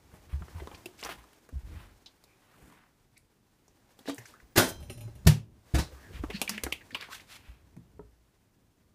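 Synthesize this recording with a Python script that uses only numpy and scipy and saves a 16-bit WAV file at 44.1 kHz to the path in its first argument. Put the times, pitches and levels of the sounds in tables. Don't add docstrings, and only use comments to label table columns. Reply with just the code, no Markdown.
import sys
import numpy as np
from scipy import signal
from scipy.fft import rfft, irfft, next_fast_len
from scipy.io import wavfile
from scipy.ndimage import uniform_filter1d, map_coordinates

SR = 44100
rng = np.random.default_rng(int(sys.argv[2]) if len(sys.argv) > 2 else 0)


def materialize(psi):
    bounded = np.clip(np.atleast_2d(psi).T, -1, 1)
    quanta = np.round(bounded * 32767).astype(np.int16)
    wavfile.write(sys.argv[1], SR, quanta)


def ratio(d):
    e = np.asarray(d, float) / 20
    return 10 ** e


N = 394254
LONG = 16384
T = np.arange(LONG) / SR

# start_s, level_db, direction [towards + or away -]
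BLOWS = [
    (4.558, -34, 1),
    (4.570, -30, 1),
    (4.587, -29, -0.75),
    (4.596, -26, 0.57),
    (4.603, -33, 0.99),
    (4.5792, -21, 1),
]


def unit(x):
    return x / np.sqrt(np.mean(x ** 2) + 1e-20)


def along(points, hz):
    f, v = np.transpose(points)
    return np.interp(np.log(hz + 1), np.log(f + 1), v)


def curve(rows):
    s, value = np.transpose(sorted(rows))
    return np.interp(np.arange(N) / SR, s, value)


def wobble(rate):
    return map_coordinates(rng.standard_normal(int(N * rate / SR) + 4), [np.arange(N) * rate / SR])


def filtered(x, response):
    m = next_fast_len(len(x) + 2048)
    return irfft(rfft(x, m) * response(np.fft.rfftfreq(m, 1 / SR)), m)[:len(x)]


def peak(f, hz, width_hz):
    return 1j * f * width_hz / (hz * hz - f * f + 1j * f * width_hz)


def add(track, s, sound):
    track[round(s * SR):][:len(sound)] += sound


def ring(modes, attack, scatter_db=0):
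    out = np.zeros(LONG)
    for hz, db, t60 in modes:
        t = T[:int(1.2 * t60 * SR)]
        decay = np.exp(-np.log(1000) * t / t60)
        add(out, 0, ratio(db + scatter_db * rng.normal()) * decay * np.sin(2 * np.pi * hz * t))
    return out * (1 - np.exp(-T / attack))


def tails(count):
    # pitch_hz, t60_s
    decay_times = [(200, 0.28), (1500, 0.19), (6000, 0.2), (14000, 0.17)]
    hz, t = np.fft.rfftfreq(256, 1 / SR), np.arange(130) * 128 / SR
    z = rng.standard_normal((count, 129, 130)) + 1j * rng.standard_normal((count, 129, 130))
    decay = ratio(-60 * t / along(decay_times, hz)[:, None])
    tail = signal.istft(z * decay, SR, nperseg=256)[1][:, :LONG]
    build_up = np.clip(T / 0.014, 0, 1)
    return rfft(tail * build_up / np.linalg.norm(tail, axis=1)[:, None], 2 * LONG)


TAILS = tails(count=40)


def room(x, walls_db, wet_db, feed=None):
    # delay_s, level_db
    surfaces = [(.0027, -8.5), (.0045, -7.5), (.0071, -13), (0.0116, -16), (0.013, -25)]
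    source = x if feed is None else feed
    tail = irfft(rfft(source, 2 * LONG) * TAILS[rng.integers(len(TAILS))])[:LONG]
    out = x + ratio(wet_db) * tail
    for s, db in surfaces:
        late = round(s * SR * rng.uniform(.9, 1.1))
        out[late:] += ratio(db + walls_db) * x[:-late]
    return out


def plastic(events, spikiness, click, ping_db, walls_db, wet_db, gain_db):
    lag = .001
    out = np.zeros(N + LONG)
    for s, db, hz, dull_db, wall_db, bright_db, life, swell in events:
        brief = life < .1
        t = T[:4096 if brief else LONG]
        jolt = rng.standard_normal(len(t))
        jolt = np.sign(jolt) * np.abs(jolt) ** spikiness
        jolt *= ratio(-60 * t / np.clip(life, .002, .4)) * (1 - np.exp(-t / swell))
        jolt[0] = click * (swell < lag)

        f = np.fft.rfftfreq(len(t), 1 / SR)
        panel = peak(f, hz, hz / 1.4) ** 3 + ratio(ping_db) * peak(f, hz, hz / 9) ** 2
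        treble = ratio(bright_db + 2.5) * peak(f, 11500, 11000) ** 2
        wall = panel + ratio(wall_db) * peak(f, 1800, 6000) ** 2 - treble
        belly = peak(f, 430, 1700) ** 3

        crack, body = irfft(rfft(jolt) * [wall, belly])
        sharp, dull = 1 / np.abs(crack).max(), ratio(dull_db) / np.abs(body).max()
        sound = sharp * crack + dull * body
        even_click = np.linalg.norm(jolt) * irfft(sharp * wall + dull * belly)
        padded = np.pad(sound, (0, LONG - len(t)))
        heard = room(padded, walls_db, wet_db, even_click if brief else sound)
        add(out, s + lag, ratio(db + gain_db) * heard)
    return out[:N]


def knocks(blows, modes, attack, wet_db, scatter_db):
    out = np.zeros(N + LONG)
    for s, db, direction in blows:
        add(out, s, direction * ratio(db) * room(ring(modes, attack, scatter_db), -33, wet_db))
    return out[:N]


def thumps(events, attack, gain_db, upper_db):
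    out = np.zeros(N + LONG)
    for s, db, hz, t60 in events:
        add(out, s, ratio(db + gain_db) * ring([(hz, 0, t60), (1.9 * hz, upper_db, 0.67 * t60)], attack))
    return out[:N]


def thrown_bottle():
    # start_s, peak_db, ring_hz, dull_db, life_s
    crumples = [(4.5543, -27.5, 1378, -6.5, 0.049), (4.5585, -14, 1600, -7, 0.06),
                (4.569, -11, 1760, -6, 0.05), (4.573, -8.5, 11080, -32.5, 0.082),
                (4.584, -12, 1450, -2, 0.24), (5.249, -41.5, 1197, -20, 0.038),
                (5.265, -15, 4170, -8, 0.053), (5.268, -10.5, 1800, -10, 0.045),
                (5.269, -15, 10500, -30, .04), (5.278, -22, 2590, -4.5, .2), (5.737, -36.5, 2000, -5, .05),
                (5.7419, -22.5, 1375, -3.5, 0.14), (5.747, -20, 1900, -6.5, .07),
                (5.782, -21, 900, -4.5, 0.05), (5.787, -24, 1700, -9, .05),
                (5.792, -26.5, 3920, -6.5, 0.17)]
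    # start_s, peak_db, ring_hz, dull_db, life_s
    neck = [
        (4.5785, -3, 1780, -4, .02),
        (5.2715, -9, 5100, -12, .02),
    ]
    events = []
    for rows, swell_s in [(crumples, .003), (neck, .0001)]:
        for s, db, hz, dull_db, life in rows:
            bright_db = -4.5 + 1.1 * db
            events.append((s, db, hz, dull_db, 2, bright_db, life, swell_s))
    return plastic(events, spikiness=1.6, click=8, ping_db=-8.0, walls_db=-0.5, wet_db=-1.5, gain_db=-3.2)


def struck_door():
    # pitch_hz, level_db, t60_s
    door_modes = [(179, -3, .12), (262, -2, 0.18), (354, 1, 0.2), (450, -14, 0.04), (323, -2, 0.13),
                  (560, -6, 0.19), (682, -7, 0.056), (717, -8, .1), (791, -16, .15), (1200, -5, .1),
                  (1427, -6, 0.13), (1674, -6, 0.11), (1820, 0, .04), (1980, -4, .04)]
    return knocks(BLOWS, door_modes, attack=.001, wet_db=-5, scatter_db=1)


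def struck_floor():
    # start_s, level_db, direction
    drops = [
        (5.248, -35, 0.9),
        (5.262, 1.5, -0.17),
        (5.2685, -8.5, 0.9),
        (5.2725, -3, -0.65),
    ]
    # pitch_hz, level_db, t60_s
    drop_modes = [(81.5, -4, 0.081), (113, -10, 0.29), (150, -0.5, 0.16), (206, -20.5, .3),
                  (253, -23, 0.25), (363, -17, 0.058), (651, -25, .12), (931, -28, .1)]
    # start_s, level_db, direction
    bounces = [
        (5.7385, -15.5, 0.93),
        (5.7438, -14, -0.81),
        (5.7895, -18.5, -0.99),
    ]
    # pitch_hz, level_db, t60_s
    bounce_modes = [(70, -1.5, 0.14), (113, -1.5, 0.075), (146, 4.5, 0.053), (296, -13.5, 0.15),
                    (321.7, -11.5, 0.14), (514, -16.5, 0.067)]
    landing = knocks(drops, drop_modes, attack=0.0019, wet_db=-16, scatter_db=1.5)
    return landing + knocks(bounces, bounce_modes, attack=0.005, wet_db=-9.5, scatter_db=0)


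def rack():
    # start_s, bars_db, tinkle_db, knock_db
    taps = [
        (4.803, -54, -59, -42.5),
        (4.826, -49, -55, -43.5),
        (4.8976, -37, -46, -30),
        (4.926, -51.5, -50, -47),
        (4.9754, -48.5, -54, -43),
        (5.008, -45.5, -47, -44),
        (5.075, -61, -65, -41),
        (5.1529, -54, -56.5, -47.5),
    ]
    # level_db, t60_s
    bars_hz = [2428, 2536, 2702, 4056, 5130, 5378, 5502, 5782, 6062, 6853, 7144, 8969, 9512, 10040]
    bars_ring = [(-14, .2), (-11, 0.2), (-9, .2), (-9, .45), (-10, .35), (-10, .25), (-13.5, .3), (-14, .3),
                 (-11, .3), (-6.5, .3), (-12, .3), (-9, 0.18), (-10.5, .3), (-6.5, .15)]
    # level_db, t60_s
    hooks_hz = [3155, 3951, 4048, 4457, 5130, 6062, 6363, 6724, 7192, 9200, 10700, 12050]
    hooks_ring = [(-38, 0.5), (-43, .38), (-47, 0.7), (-47, .3), (-44, .45), (-44.5, 0.53), (-40, 0.32),
                  (-40.5, .25), (-47.5, .4), (-31, 0.23), (-34.5, 0.18), (-31, 0.22)]
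    # pitch_hz, level_db, t60_s
    rail = [(180, -6, .08), (240, -8, .08), (371, -9, .08), (575, -7, .1), (815, -16, .1), (1100, -20, .05),
            (1265, -19, .07), (1590, -19, .06), (2050, -21, .05)]

    hooks = [(hz, *row) for hz, row in zip(hooks_hz, hooks_ring)]
    bars = [(hz, *row) for hz, row in zip(bars_hz, bars_ring)]
    bars += [(hz, -11, .14) for hz in rng.uniform(7800, 12400, size=14)]

    def chatter():
        return ratio(1.5 * unit(uniform_filter1d(rng.standard_normal(LONG), 200)))

    def burst(level_db, t60, hz, width_hz):
        noise = filtered(rng.standard_normal(LONG), lambda f: peak(f, hz, width_hz) ** 2)
        return ratio(level_db - 60 * T / t60) * noise

    out = np.zeros(N + LONG)
    add(out, BLOWS[-1][0], room(chatter() * ring(hooks, 0.0018), -17.5, -14.5))
    for s, db, tinkle_db, knock_db in taps:
        tinkle = burst(tinkle_db + 2.5, .08, 11000, 3500)
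        tick = burst(18, .07, 2700, 1500)
        shifted_rail = [(hz * rng.uniform(.96, 1.04), level, t60) for hz, level, t60 in rail]
        wood = ratio(knock_db - 1.5) * ring(shifted_rail, .004, scatter_db=3)
        metal = ratio(db - 14.5) * (chatter() * ring(bars, .001, scatter_db=3) + tick)
        add(out, s, room(metal + tinkle + wood, -1.5, -6.5))
    return out[:N]


def handled_bottle():
    # start_s, peak_db, ring_hz, dull_db
    snaps = [(0.857, -24.5, 2810, -21), (1.051, -28, 980, -4), (1.3308, -43.5, 2700, -27),
             (1.489, -42.5, 1140, 0), (2.2384, -39, 3970, -8.5), (3.9896, -37, 3220, -7),
             (4.0819, -33.5, 1310, -3), (4.0945, -30, 3303, 6), (6.4149, -6.5, 2630, -13.5),
             (6.4929, -10.5, 4800, -22), (6.6355, -10.5, 1800, -15), (7.7652, -45, 1800, -2)]
    dents = [(0.4211, -51.5, 950, 15.5), (6.4764, -21, 2380, -30.5), (0.482, -44.5, 1300, 6.5),
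             (0.6717, -34, 980, 6.5), (1.0272, -28.5, 2300, -3.5), (1.2396, -46.5, 1120, -11),
             (2.7223, -47, 1060, -17), (3.6799, -47, 6000, -3), (4.338, -41, 1350, -15.5),
             (4.3992, -45.5, 1707, -22), (6.5777, -22.5, 2160, -11), (6.6646, -31, 1250, 10),
             (7.0878, -54, 1130, 19), (7.1286, -32, 1528, -21), (1.058, -35, 750, 6.5),
             (1.0905, -33, 815, 7.5)]
    creaks = [
        (1.096, -37, 1650, 2),
        (2.0597, -35.5, 3920, -22),
        (6.8079, -40.5, 1880, -22),
        (6.949, -30, 990, -1),
        (7.004, -38, 2630, -4.5),
    ]
    ticks = [(.9808, -44, 5800, -30), (1.0013, -42, 4500, -15), (1.0113, -36, 6500, -30),
             (1.0362, -25, 4670, -30), (1.0477, -24, 5800, -30), (4.076, -41, 1500, 13),
             (6.404, -46, 6000, -30), (6.702, -46, 5600, -30), (6.947, -38, 4400, -30),
             (7.0095, -28.5, 3800, -30), (4.096, -32, 7600, -30), (.6725, -43, 3500, -30),
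             (6.7285, -33, 12500, -30), (7.0105, -44, 12000, -30), (6.949, -42, 11500, -30),
             (7.197, -39, 2180, -30), (7.205, -43, 4800, -30)]
    pops = [
        (0.7137, -40.5, 2260, 5),
        (4.0564, -42, 1560, 5),
        (6.7237, -12, 2500, -14.5),
    ]
    flicks = [
        (3.1775, -38, 8800, -30),
        (4.145, -29, 8600, -30),
        (6.634, -36, 9000, -30),
        (6.3404, -45, 4300, -30),
    ]
    squashes = [(.597, -42, 1500, 4), (.742, -38, 2500, -5), (4.179, -32, 1750, -8),
                (4.252, -41, 1690, -25), (4.254, -41, 5900, -30), (6.235, -42, 950, 13),
                (6.299, -30, 2300, 0), (6.9045, -38.5, 1900, -25), (6.9445, -20, 2690, -20),
                (7.021, -34, 1800, -10), (6.965, -46, 13500, -30), (6.914, -46, 3500, -30),
                (3.167, -53, 4500, -15), (6.7195, -32, 3000, -30), (4.179, -36, 6000, -30),
                (4.182, -39, 12500, -30), (.598, -46, 3200, -30), (.745, -44, 4500, -30)]
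    kinds = [
        (snaps, (0, -9, 0.036, .0002)),
        (dents, (-18, -42, 0.03, .0003)),
        (creaks, (-37, -53, 0.067, .0003)),
        (ticks, (-30, -30.5, 0.017, .0003)),
        (pops, (-12, -30, 0.025, .0003)),
        (flicks, (-25, -30, .003, .0001)),
        (squashes, (-17, -40, .04, .0022))]
    events = [(*row, *kind) for rows, kind in kinds for row in rows]
    return plastic(events, spikiness=2.2, click=12, ping_db=-10, walls_db=-5.5, wet_db=-8.5, gain_db=-2.5)


def hand():
    # start_s, level_db, direction
    grabs = [
        (4.0815, -27.5, 0.98),
        (4.1, -38.5, 1),
    ]
    # pitch_hz, level_db, t60_s
    hollow = [(282, 1.5, 0.16), (341, -9, .25), (474, -7.5, 0.18), (500, -3, 0.066), (667, -6.5, 0.14),
              (876, -11, .06)]
    # start_s, level_db, direction
    bumps = [
        (7.9935, -43.5, -1.14),
    ]
    # pitch_hz, level_db, t60_s
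    panel_modes = [(172, -4, 0.14), (296, -1, 0.065), (414, 6, 0.05), (567, -7.5, .08), (641, -10, 0.055),
                   (938, -3.5, 0.036), (1310, -6, .03), (1750, -12, .02)]
    grip_s, choke_db_per_s = 4.142, 700
    choke = ratio(-choke_db_per_s * np.clip(np.arange(N) / SR - grip_s, 0, 1))
    grab = choke * knocks(grabs, hollow, attack=0.0031, wet_db=-8, scatter_db=0.5)
    return grab + knocks(bumps, panel_modes, attack=0.00068, wet_db=-9.5, scatter_db=1.5)


def booms():
    # start_s, peak_db, pitch_hz, t60_s
    jolts = [(0.138, -47, 172, 0.04), (0.413, -42, 165, 0.084), (0.619, -41.5, 363, 0.05),
             (0.858, -39.5, 352, 0.057), (.858, -34, 2680, 0.019), (.885, -56, 366, 0.2),
             (1.525, -46.5, 258, 0.051), (4.007, -50.5, 270, 0.036), (4.575, -27.5, 103, 0.19),
             (6.237, -28.5, 296, 0.036), (6.296, -43, 414, 0.073), (6.43, -60, 270, 0.057),
             (6.663, -43.5, 358, 0.1), (6.926, -48, 255, 0.078), (7.764, -51, 173, 0.23),
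             (7.772, -52.5, 240.7, 0.085)]
    return thumps(jolts, attack=0.0014, gain_db=7.0, upper_db=-9)


def strokes():
    # middle_s, level_db, length_s, centre_hz
    brushes = [(.148, -57, 0.061, 586), (.325, -55.5, 0.066, 1120), (.575, -57, 0.084, 840),
               (.752, -60, 0.036, 2580), (1.005, -51.5, 0.045, 2470), (1.058, -43, 0.068, 1025),
               (1.11, -43.5, 0.068, 1590), (1.195, -59.5, 0.064, 1190), (1.79, -59, 0.24, 1200),
               (2.6, -66, 0.6, 1020), (4.29, -60, 0.09, 2630), (4.693, -40.5, 0.039, 9700),
               (7.138, -44, 0.068, 2370), (7.205, -58.5, 0.093, 2030), (7.335, -50.5, 0.11, 2300),
               (7.47, -65, 0.28, 1538)]
    scrapes = [(.635, -56, 0.062, 450), (1.12, -56, .15, 161), (2.66, -60, 0.28, 189),
               (2.77, -64.5, 0.25, 1250), (4.092, -44, 0.06, 3280), (6.165, -52.5, 0.082, 1930),
               (6.356, -50.5, 0.072, 2779), (4.28, -60, .05, 6170), (4.175, -60, .07, 11000),
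               (.73, -56, .04, 700), (6.535, -46.5, 0.11, 2160), (7.03, -46.5, 0.081, 1910)]
    squeaks = [(2.32, -73, 0.14, 2370), (4.21, -59, 0.05, 1920), (4.36, -63, 0.07, 1500),
               (6.04, -60, 0.2, 1700), (5.96, -62, .08, 1200), (5.92, -58, .05, 520), (6.11, -58, .06, 420),
               (.58, -56, .04, 1000), (4.083, -50, .03, 4000), (6.992, -57, 0.1, 2300),
               (7.105, -49.5, 0.05, 1120), (3.171, -61, 0.021, 2200), (6.355, -48, .06, 2700),
               (6.36, -47, .06, 4300), (6.35, -50.5, 0.044, 1800), (6.965, -57, 0.09, 4400),
               (6.555, -52, 0.0396, 2400), (7.45, -69, 0.33, 2540)]
    hums = [
        (5.023, -45, 0.25, 110),
        (6.35, -35, 0.024, 202.4),
        (6.53, -41.5, 0.078, 208),
    ]
    kinds = [
        (brushes, (1.5, -1.8)),
        (scrapes, (0.85, -11.5)),
        (squeaks, (0.14, -28.5)),
        (hums, (0.083, -54.5))]
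    middle = .18
    out, slips = np.zeros(N + LONG), ratio(1.7 * wobble(120))
    for s, db, length, hz, width, bright_db in [(*row, *kind) for rows, kind in kinds for row in rows]:
        swell = np.exp(-.5 * ((T - middle) / (length / 3.5)) ** 2)
        crackle = (rng.random(LONG) < 900 / SR) * rng.exponential(size=LONG)
        grit = rng.standard_normal(LONG) * (1 + 1.6 * crackle)

        def rubbed_part(f):
            hiss = ratio(bright_db - 14.5) * peak(f, 7900, 11000) ** 2
            return peak(f, hz, 1.49 * width * hz) ** 2 + hiss

        stroke = swell * filtered(grit, rubbed_part)
        stroke *= ratio(db) * np.linalg.norm(swell) / np.linalg.norm(stroke)
        stroke = room(stroke, -37.0, -7.5)
        add(out, max(s - middle, 0), stroke[max(round((middle - s) * SR), 0):])
    return slips * out[:N]


def rubbing():
    # time_s, effort_db
    effort = [(0.0, -64.5), (0.64, -56.5), (1.49, -65.5), (1.69, -59.5), (1.9, -65.5), (3.37, -75),
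              (3.97, -66), (4.18, -59), (4.53, -68), (4.76, -62), (5.24, -66), (5.42, -84), (5.72, -60),
              (6.53, -54), (6.78, -61), (7.2, -61.5), (7.6, -72), (8.94, -77)]
    # pitch_hz, level_db [per Hz]
    dull_colour = [(120, -32), (200, -1), (294, 7.5), (574, 2), (966, 1.5), (1230, -3), (3000, -47.5),
                   (3900, -50), (6600, -120)]
    # pitch_hz, level_db [per Hz]
    bright_colour = [(880, -23.5), (1500, -0.5), (2620, -5.5), (3990, -7.5), (5450, -7.5), (6890, -9),
                     (12400, -13.5), (15500, -14)]
    effort_db = curve(effort) + 65
    slips = ratio(1.4 * wobble(42) + 0.6 * wobble(170))
    crackle = (rng.random(N) < 300 / SR) * rng.exponential(size=N)
    grit = rng.standard_normal(N) * (1 + 1.2 * crackle)
    dull = unit(slips * filtered(rng.standard_normal(N), lambda f: ratio(along(dull_colour, f))))
    bright = unit(slips * filtered(grit, lambda f: ratio(along(bright_colour, f))))
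    return ratio(-68.5 + 0.96 * effort_db) * dull + ratio(-69 + 0.94 * effort_db) * bright


def footfalls():
    # start_s, peak_db, board_hz, t60_s
    steps = [(0.092, -68, 56.5, 0.17), (0.329, -27, 70.0, 0.21), (0.408, -33, 70.0, 0.14),
             (0.548, -34.5, 84.6, 0.18), (0.61, -35, 71, 0.15), (0.737, -38, 77, 0.06), (1.04, -53, 58, .3),
             (1.17, -53.5, 58, 0.28), (1.529, -35.5, 71.8, 0.17), (1.556, -28.5, 63, 0.12),
             (1.633, -37, 54, 0.18), (1.718, -52, 48.3, 0.81), (1.909, -50, 76.5, 0.082),
             (1.979, -60, 53.8, 0.083), (2.626, -50, 58.5, 0.11), (4.18, -46, 119, 0.18),
             (4.428, -48, 56, 0.1), (5.92, -46.5, 64, 0.31), (6.194, -30, 69, 0.13),
             (6.229, -35, 59.2, 0.22), (6.271, -38.5, 55.2, 0.22), (6.632, -37, 66.4, 0.21),
             (7.484, -41, 58.1, 0.17), (7.767, -47, 124, 0.15), (7.999, -57, 57.4, 0.73)]
    return thumps(steps, attack=0.011, gain_db=8, upper_db=-11.0)


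def loaded_boards():
    # time_s, load_db
    weight = [(0.0, -62.5), (0.53, -55), (0.74, -58.5), (1.46, -78), (1.73, -44.5), (2.06, -76),
              (4.0, -72.5), (4.53, -65), (4.7, -46.5), (5.24, -52), (5.47, -54), (5.88, -72.5), (6.15, -48),
              (6.31, -58), (7.18, -62), (8.01, -59.5), (8.19, -75), (8.94, -66.5)]
    load_db = curve(weight) + 60
    joist = filtered(rng.standard_normal(N), lambda f: peak(f, 68, 67) ** 2)
    board = filtered(rng.standard_normal(N), lambda f: peak(f, 112, 37) + 0.45 * peak(f, 190, 220) ** 2)
    joist = unit(joist * ratio(0.85 * wobble(36)))
    board = unit(board * ratio(0.83 * wobble(10)))
    return ratio(-63.5 + 1.4 * load_db) * joist + ratio(-66 + 0.56 * load_db) * board


def room_tone():
    # pitch_hz, level_db [per Hz]
    hush = [(15, -33), (25, 1.5), (119, -1.5), (156, -3), (350, -16.5), (400, -29.5), (446, -18),
            (497, -21.5), (1030, -25), (1240, -20.5), (1810, -27.5), (1960, -26), (15600, -30.5)]
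    return ratio(-72) * unit(filtered(rng.standard_normal(N), lambda f: ratio(along(hush, f))))


def scene():
    bottle = thrown_bottle() + handled_bottle() + booms() + hand()
    struck = struck_door() + struck_floor() + rack()
    movement = strokes() + rubbing() + footfalls() + loaded_boards()
    return (bottle + struck + movement + room_tone())[None]


def band_limit(x):
    return signal.sosfilt(signal.butter(12, 16470, fs=SR, output="sos"), x)


def record(dry):
    mix = filtered(dry[0], lambda f: f < 15500)[None]
    return band_limit(mix)


dry = scene()
out = record(dry)
materialize(out)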